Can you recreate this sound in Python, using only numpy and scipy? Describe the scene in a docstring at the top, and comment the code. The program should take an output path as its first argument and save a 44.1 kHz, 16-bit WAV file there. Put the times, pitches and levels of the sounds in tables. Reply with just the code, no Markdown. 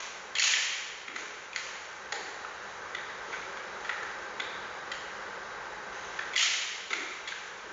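"""A hard-walled indoor enclosure, with a small mono camera microphone some metres from a feeding panda.
The panda bites dry bamboo: each snap is a quick run of breaking fibres that rings the stalk, and twice a
long strip rips off. Between bites come chewing, stirring leaves and bumps on the ledge. The hall rings
over steady ventilation; the camera's gain control ducks at the rips and creeps back up."""
import sys
import numpy as np
from scipy import signal
from scipy.fft import rfft, irfft
from scipy.io import wavfile
from scipy.ndimage import uniform_filter1d, minimum_filter1d

SR = 44100
rng = np.random.default_rng(int(sys.argv[2]) if len(sys.argv) > 2 else 0)


def wav_out(sig):
    """Save sig, one row per channel (or a flat mono array), as 16-bit PCM at SR to the path in sys.argv[1]."""
    wavfile.write(sys.argv[1], SR, np.round(np.clip(np.atleast_2d(sig).T, -1, 1) * 32767).astype(np.int16))


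N = 340452
TIME = np.arange(N) / SR
BIN_HZ = np.arange(N // 2 + 1) * SR / N

# rush of the ventilation: f/Hz, relative level/dB
AIR_SPECTRUM = [(22, -35), (48, -15), (130, -13.5), (280, -15), (400, -6), (520, -0.5), (680, -6.5),
                (850, -2), (1550, -1.5), (2000, -6.5), (2500, -15), (3900, -21), (5000, -20.5),
                (6800, -24.5)]
# resonances of the air ducts: f/Hz, width/Hz, level/dB
DUCT_MODES = [(46.4, 17, -72.5), (199.5, 31, -66), (390.4, 67, -58), (490, 36, -70), (844, 40, -57),
              (1560, 60, -51.5), (3880, 90, -63.5)]
# decay of the hall: f/Hz, reverberation time/s
HALL_DECAY = [(300, 0.67), (900, 2.1), (2000, 1.48), (4000, 1.27), (7000, 1.11)]
# reflections from the ledge and the walls: delay/s, level re direct sound/dB
WALL_ECHOES = [(.0045, -11.5), (.017, -12.5), (.034, -11.5)]
# dull knocks of the body and stalks on the ledge: t/s, relative level/dB, f/Hz
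LEDGE_BUMPS = [(1.074, -39.5, 354), (1.169, -38.5, 416), (2.115, -34, 834), (2.12, -37, 430),
               (3.27, -42.5, 423), (4.33, -46.5, 386), (6.903, -38, 350), (6.939, -37, 370),
               (7.651, -42, 390)]
# crackle of dry leaves: f/Hz, relative level/dB
LEAF_SPECTRUM = [(300, -15), (1000, 3.5), (2000, 5), (3000, 2.5), (4200, -3), (5200, -8.5), (6500, 3.5),
                 (7400, -14.5)]
# swells of rustle: t/s, rise/s, peak level/dB, fade/(dB/s)
# first row stands for the hall still ringing from a crack just before the start; others: leaves stirring
RUSTLE_SWELLS = [(0, 0.0042, -32.5, 164), (1.14, 0.026, -40, 57), (1.549, 0.039, -44, 40),
                 (2.11, 0.034, -53.5, 35), (2.58, 0.037, -62, 42), (3.24, 0.063, -54, 87),
                 (3.75, 0.079, -60, 45), (5.92, 0.12, -55, 23.5), (6.89, 0.041, -39.5, 55),
                 (7.269, 0.036, -49.5, 42)]
# resonances of the bamboo stalk: f/Hz, width/Hz, relative level/dB
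STALK_MODES = [(830, 220, -19), (1430, 180, -5), (2330, 260, -9), (2880, 240, -12), (3300, 220, -7),
               (4250, 400, -10), (5700, 500, -20), (6750, 550, -15)]
# crackle of peeling fibres: f/Hz, relative level/dB
PEEL_SPECTRUM = [(200, -34), (600, -15), (900, -11), (1300, -9), (1950, -1), (3200, 0.5), (3900, -11),
                 (4500, -7.5), (5200, -4.5), (6500, 0), (7400, -7)]
# strips tearing off: t/s, rise to the hardest pull/s, level there/dB, fade/(dB/s)
STRIP_RIPS = [(.405, 0.061, -15.5, 153.5), (6.36, 0.055, -19.5, 154)]
# bites: t/s, level/dB, break length/s, splinter f/Hz, hollow/dB, woody/dB, sharpness/dB
BITE_SNAPS = [(0.352, -30, 0.0053, 2010, -8, 10.5, 7), (0.362, -29, 0.014, 2100, -10, 5.5, 3),
              (0.383, -22.5, 0.004, 2770, -18, -1.5, 4), (0.395, -18, 0.0035, 2030, -15, 0, 13.5),
              (0.4, -22, 0.0032, 2040, -11, -2, 5), (0.421, -16.5, 0.0044, 2530, -7, 5, 4.5),
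              (0.438, -20.5, 0.01, 3020, 0, -2, 14.5), (0.536, -18.5, 0.002, 2060, -13, 8, -6),
              (1.079, -33, 0.0055, 2100, 3.5, 1, -3), (1.16, -27, 0.0056, 2000, 0, -13, 0),
              (1.531, -38, 0.0015, 2440, -20, -1, 1), (1.560, -25, 0.0032, 2050, -4, -3, 5),
              (2.122, -27.5, .008, 1990, -0.5, -1, 5.5), (2.447, -38, 0.0038, 1380, 2, -11, -11),
              (2.947, -32.5, 0.0042, 1970, 0, 0.5, -5), (3.326, -35.5, 0.025, 2020, 4.5, -5, -7),
              (3.571, -42.5, 0.0028, 2130, 2, -0.5, -5), (3.846, -40, 0.014, 1920, 4, -2, -3),
              (3.892, -28, 0.01, 1840, 1.5, -7, -12), (4.030, -40, 0.0039, 1560, -2, -9, -1),
              (4.398, -32.5, 0.0065, 2100, 4, 5.5, -3.5), (4.915, -35, 0.0099, 1970, -3, 3.5, 3.5),
              (6.189, -30.5, 0.0046, 1650, 0, -5.5, -8.5), (6.333, -37.5, 0.012, 2130, -5, 4, -0.5),
              (6.356, -39, .0015, 2190, -9, 10, -1), (6.361, -18.5, .0019, 2060, -18, 2, 2.5),
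              (6.377, -21, 0.0014, 2970, -16, 13.5, 10.5), (6.395, -25, 0.0025, 2700, -9, 6, 0),
              (6.407, -23, 0.0069, 1980, -10, -1, 4), (6.425, -21.5, 0.013, 3150, -1.5, 2, 10),
              (6.535, -25, 0.011, 2130, -3, -7.5, -6), (6.903, -31, 0.017, 2100, 3, 5, 2),
              (6.930, -22, 0.008, 2120, 0, -4.5, -1), (7.273, -33, 0.015, 2040, -6, 8.5, 5.5),
              (7.284, -33.5, 0.0072, 2120, -7, -5, 3), (7.320, -31, 0.0046, 1665, -8, -5, -15)]
# the stalk's top modes in a break of middling sharpness: hard/dB, crisp/dB
TOP_MODES_DB = (-1, 1.5)


def undb(db):
    """Decibels to gain."""
    return 10 ** (np.asarray(db) / 20)


def unit(x):
    """Scale to rms 1."""
    return x / np.sqrt(np.mean(x ** 2) + 1e-18)


def add(track, start, sound):
    """Mix a sound into the track, start seconds in."""
    i = max(int(start * SR), 0)
    track[i:i + len(sound)] += sound[:max(len(track) - i, 0)]


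def resonate(x, hz, width):
    """A resonance with steep skirts: two band-passes in a row."""
    b, a = signal.iirpeak(hz, hz / (1.31 * width), fs=SR)
    return signal.lfilter(b, a, signal.lfilter(b, a, x))


def over_pitch(hz, points):
    """Read (f/Hz, value) points on a log-frequency axis."""
    f, value = np.transpose(points)
    return np.interp(np.log(hz + 1), np.log(f), value)


def coloured(x, spectrum):
    """Shape a sound by a smooth curve of (f/Hz, level/dB) points, at rms 1."""
    return unit(irfft(rfft(x) * undb(over_pitch(BIN_HZ, spectrum)), N))


def lag(x, tau_s):
    """Follow x with the time constant tau_s."""
    keep = np.exp(-1 / (tau_s * SR))
    return signal.lfilter([1 - keep], [1, -keep], x)


def swell(start, rise_s, peak_db, fade_db_per_s, rise_db):
    """Gain of one swell: it sets in, grows by rise_db to its peak and dies away."""
    past_peak = TIME - start - rise_s
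    below_db = np.where(past_peak < 0, -past_peak / rise_s * rise_db, past_peak * fade_db_per_s)
    return (TIME >= start) * undb(peak_db - below_db)


def fibres(size, per_s, spread_db):
    """Impulses of fibres breaking at random moments, a few harder than the rest."""
    breaks = rng.random(size) < per_s / SR
    strength = undb(spread_db * np.minimum(rng.exponential(size=size), 4))
    return breaks * strength * rng.choice([-1, 1], size)


def ventilation(rush_db=-41.5, waver_db=.15):
    """Room tone: a broad rush of air with a few duct resonances, wavering slightly."""
    air = undb(rush_db) * coloured(rng.standard_normal(N), AIR_SPECTRUM)
    for hz, width, db in DUCT_MODES:
        air += undb(db) * unit(resonate(rng.standard_normal(N), hz, width))
    waver = signal.resample(rng.standard_normal(48), N)
    return air * undb(waver_db * waver)


def hall(x, build_s=0.0036, first_wall_s=.008):
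    """Diffuse field: each band stores the energy it is fed and gives it back as a decaying wash."""
    edges_hz = np.geomspace(200, 7600, 23)
    tail, out = np.zeros(N), np.zeros(N)
    for lo, hi in zip(edges_hz, edges_hz[1:]):
        band = signal.butter(4, [lo, hi], "band", fs=SR, output="sos")
        hold_s = over_pitch(np.sqrt(lo * hi), HALL_DECAY) / (2 * np.log(1000))
        fed = lag(signal.sosfilt(band, x) ** 2, build_s)
        stored = lag(fed, hold_s)
        wash = unit(signal.sosfilt(band, rng.random(N) - .5))
        tail += np.sqrt(stored) * wash
    add(out, first_wall_s, tail)
    return out


def reflections(x):
    """The direct sound reaches the microphone first, then its echoes off the ledge and walls."""
    out = x.copy()
    for delay, db in WALL_ECHOES:
        add(out, delay, undb(db) * x)
    return out


def bumps(push_s=0.016, width_hz=110, contact_db=-14):
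    """Soft, drawn-out contacts with the ledge that sound only a low resonance."""
    out, t = np.zeros(N), TIME[:SR // 4]
    for start, db, hz in LEDGE_BUMPS:
        force = rng.standard_normal(len(t)) * t * np.exp(-t / push_s)
        add(out, start, undb(db + contact_db) * unit(resonate(force, hz, width_hz)))
    return out


def rustle(rest_db=-58.5):
    """Light crackle of leaves and splinters; its opening swell stands for an earlier crack's tail."""
    level = undb(rest_db) + sum(swell(*row, rise_db=1.5) for row in RUSTLE_SWELLS)
    return level * coloured(fibres(N, per_s=900, spread_db=3.0), LEAF_SPECTRUM)


def stalk(force, splinter_hz, hollow_db=0, woody_db=0, sharp_db=0, detune=0.033):
    """The splinter rings at its own pitch; the place of the bite balances the stalk's modes."""
    hard_db, crisp_db = sharp_db + np.array(TOP_MODES_DB)  # a sharper break lifts both
    balance = [(1400, hollow_db), (2350, 0), (3420, woody_db), (4380, hard_db), (5700, crisp_db)]
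    out = unit(resonate(force, splinter_hz, width=250))
    for hz, width, db in STALK_MODES:
        ring = resonate(force, hz * (1 + detune * rng.standard_normal()), width)
        out += undb(db + over_pitch(hz, balance)) * unit(ring)
    return out


def chewing(level_db=-63):
    """Single fibres give way as the panda chews, and ring the stalk in faint ticks."""
    force = fibres(N, per_s=20, spread_db=0.5)
    return undb(level_db) * unit(stalk(force, splinter_hz=1920))


def rips(jerks_per_s=120, jerk_spread_db=2.5):
    """A strip catches and gives as it peels off the stalk, each jerk a dense, bright crackle."""
    pull = sum(swell(*rip, rise_db=8) for rip in STRIP_RIPS)
    jerk_index = (TIME * jerks_per_s).astype(int)
    strength = np.sqrt(3) * rng.uniform(-1, 1, N)[jerk_index]  # unit variance, held through each jerk
    jerks = unit(undb(jerk_spread_db * strength))
    return pull * coloured(jerks * fibres(N, per_s=1300, spread_db=0.5), PEEL_SPECTRUM)


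def snaps(fracture=1.3, trail=0.15, trail_s=0.018):
    """A bite breaks the stalk: a first fracture, milliseconds of splitting, a weak trail of splinters."""
    out, t = np.zeros(N), TIME[:SR // 10]
    burst_gain = np.sqrt(.01 * SR / len(t))  # packs the energy of 10 ms into each snap
    for start, db, break_s, hz, hollow_db, woody_db, sharp_db in BITE_SNAPS:
        splitting = np.exp(-(t / break_s) ** 4) + trail * np.exp(-t / trail_s)
        force = unit(fibres(len(t), per_s=4500, spread_db=1.5)) * splitting
        force[0] += fracture
        ring = stalk(force, hz, hollow_db, woody_db, sharp_db)
        add(out, start, undb(db) * burst_gain * ring)
    return out


def scene():
    """The feeding panda from some metres away: direct sound, echoes and hall over the ventilation."""
    bites, strips, rustling, knocks = snaps() + chewing(), rips(), rustle(), bumps()
    direct = bites + strips + rustling + knocks
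    into_hall = bites + undb(3) * strips + undb(2) * rustling + undb(3) * knocks
    mono = reflections(direct) + hall(into_hall) + ventilation()
    return np.array([mono, mono])


def gain_control(x, limit_db=-21.5, recover_db_per_s=3.5, start_cut_db=6, sense_s=0.0096):
    """The gain drops at once when the level passes the limit, then climbs back at a steady rate."""
    power = uniform_filter1d(x[0] ** 2, int(sense_s * SR))
    excess_db = np.maximum(10 * np.log10(np.abs(power) + 1e-12) - limit_db, 0)
    recovered_db = recover_db_per_s * TIME
    cut_db = np.maximum.accumulate(np.maximum(excess_db + recovered_db, start_cut_db)) - recovered_db
    return x * undb(-cut_db)


def limiter(x, ceiling=.205, window=90):
    """Hold the sharpest peaks under the ceiling with a dip of a few milliseconds."""
    allowed = ceiling / np.maximum(np.abs(x).max(axis=0), ceiling)
    return x * uniform_filter1d(minimum_filter1d(allowed, window), window)


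def record(dry, band_hz=7100, sizzle_top_hz=15700, headroom=0.48):
    """A narrow-band camera microphone with gain control; loud passages saturate into a faint sizzle."""
    narrow = signal.sosfilt(signal.ellip(8, .3, 70, band_hz, fs=SR, output="sos"), dry)
    levelled = limiter(gain_control(narrow))
    rounded = headroom * np.tanh(levelled / headroom)
    return signal.sosfilt(signal.ellip(8, .2, 70, sizzle_top_hz, fs=SR, output="sos"), rounded)


dry = scene()
out = record(dry)
wav_out(out)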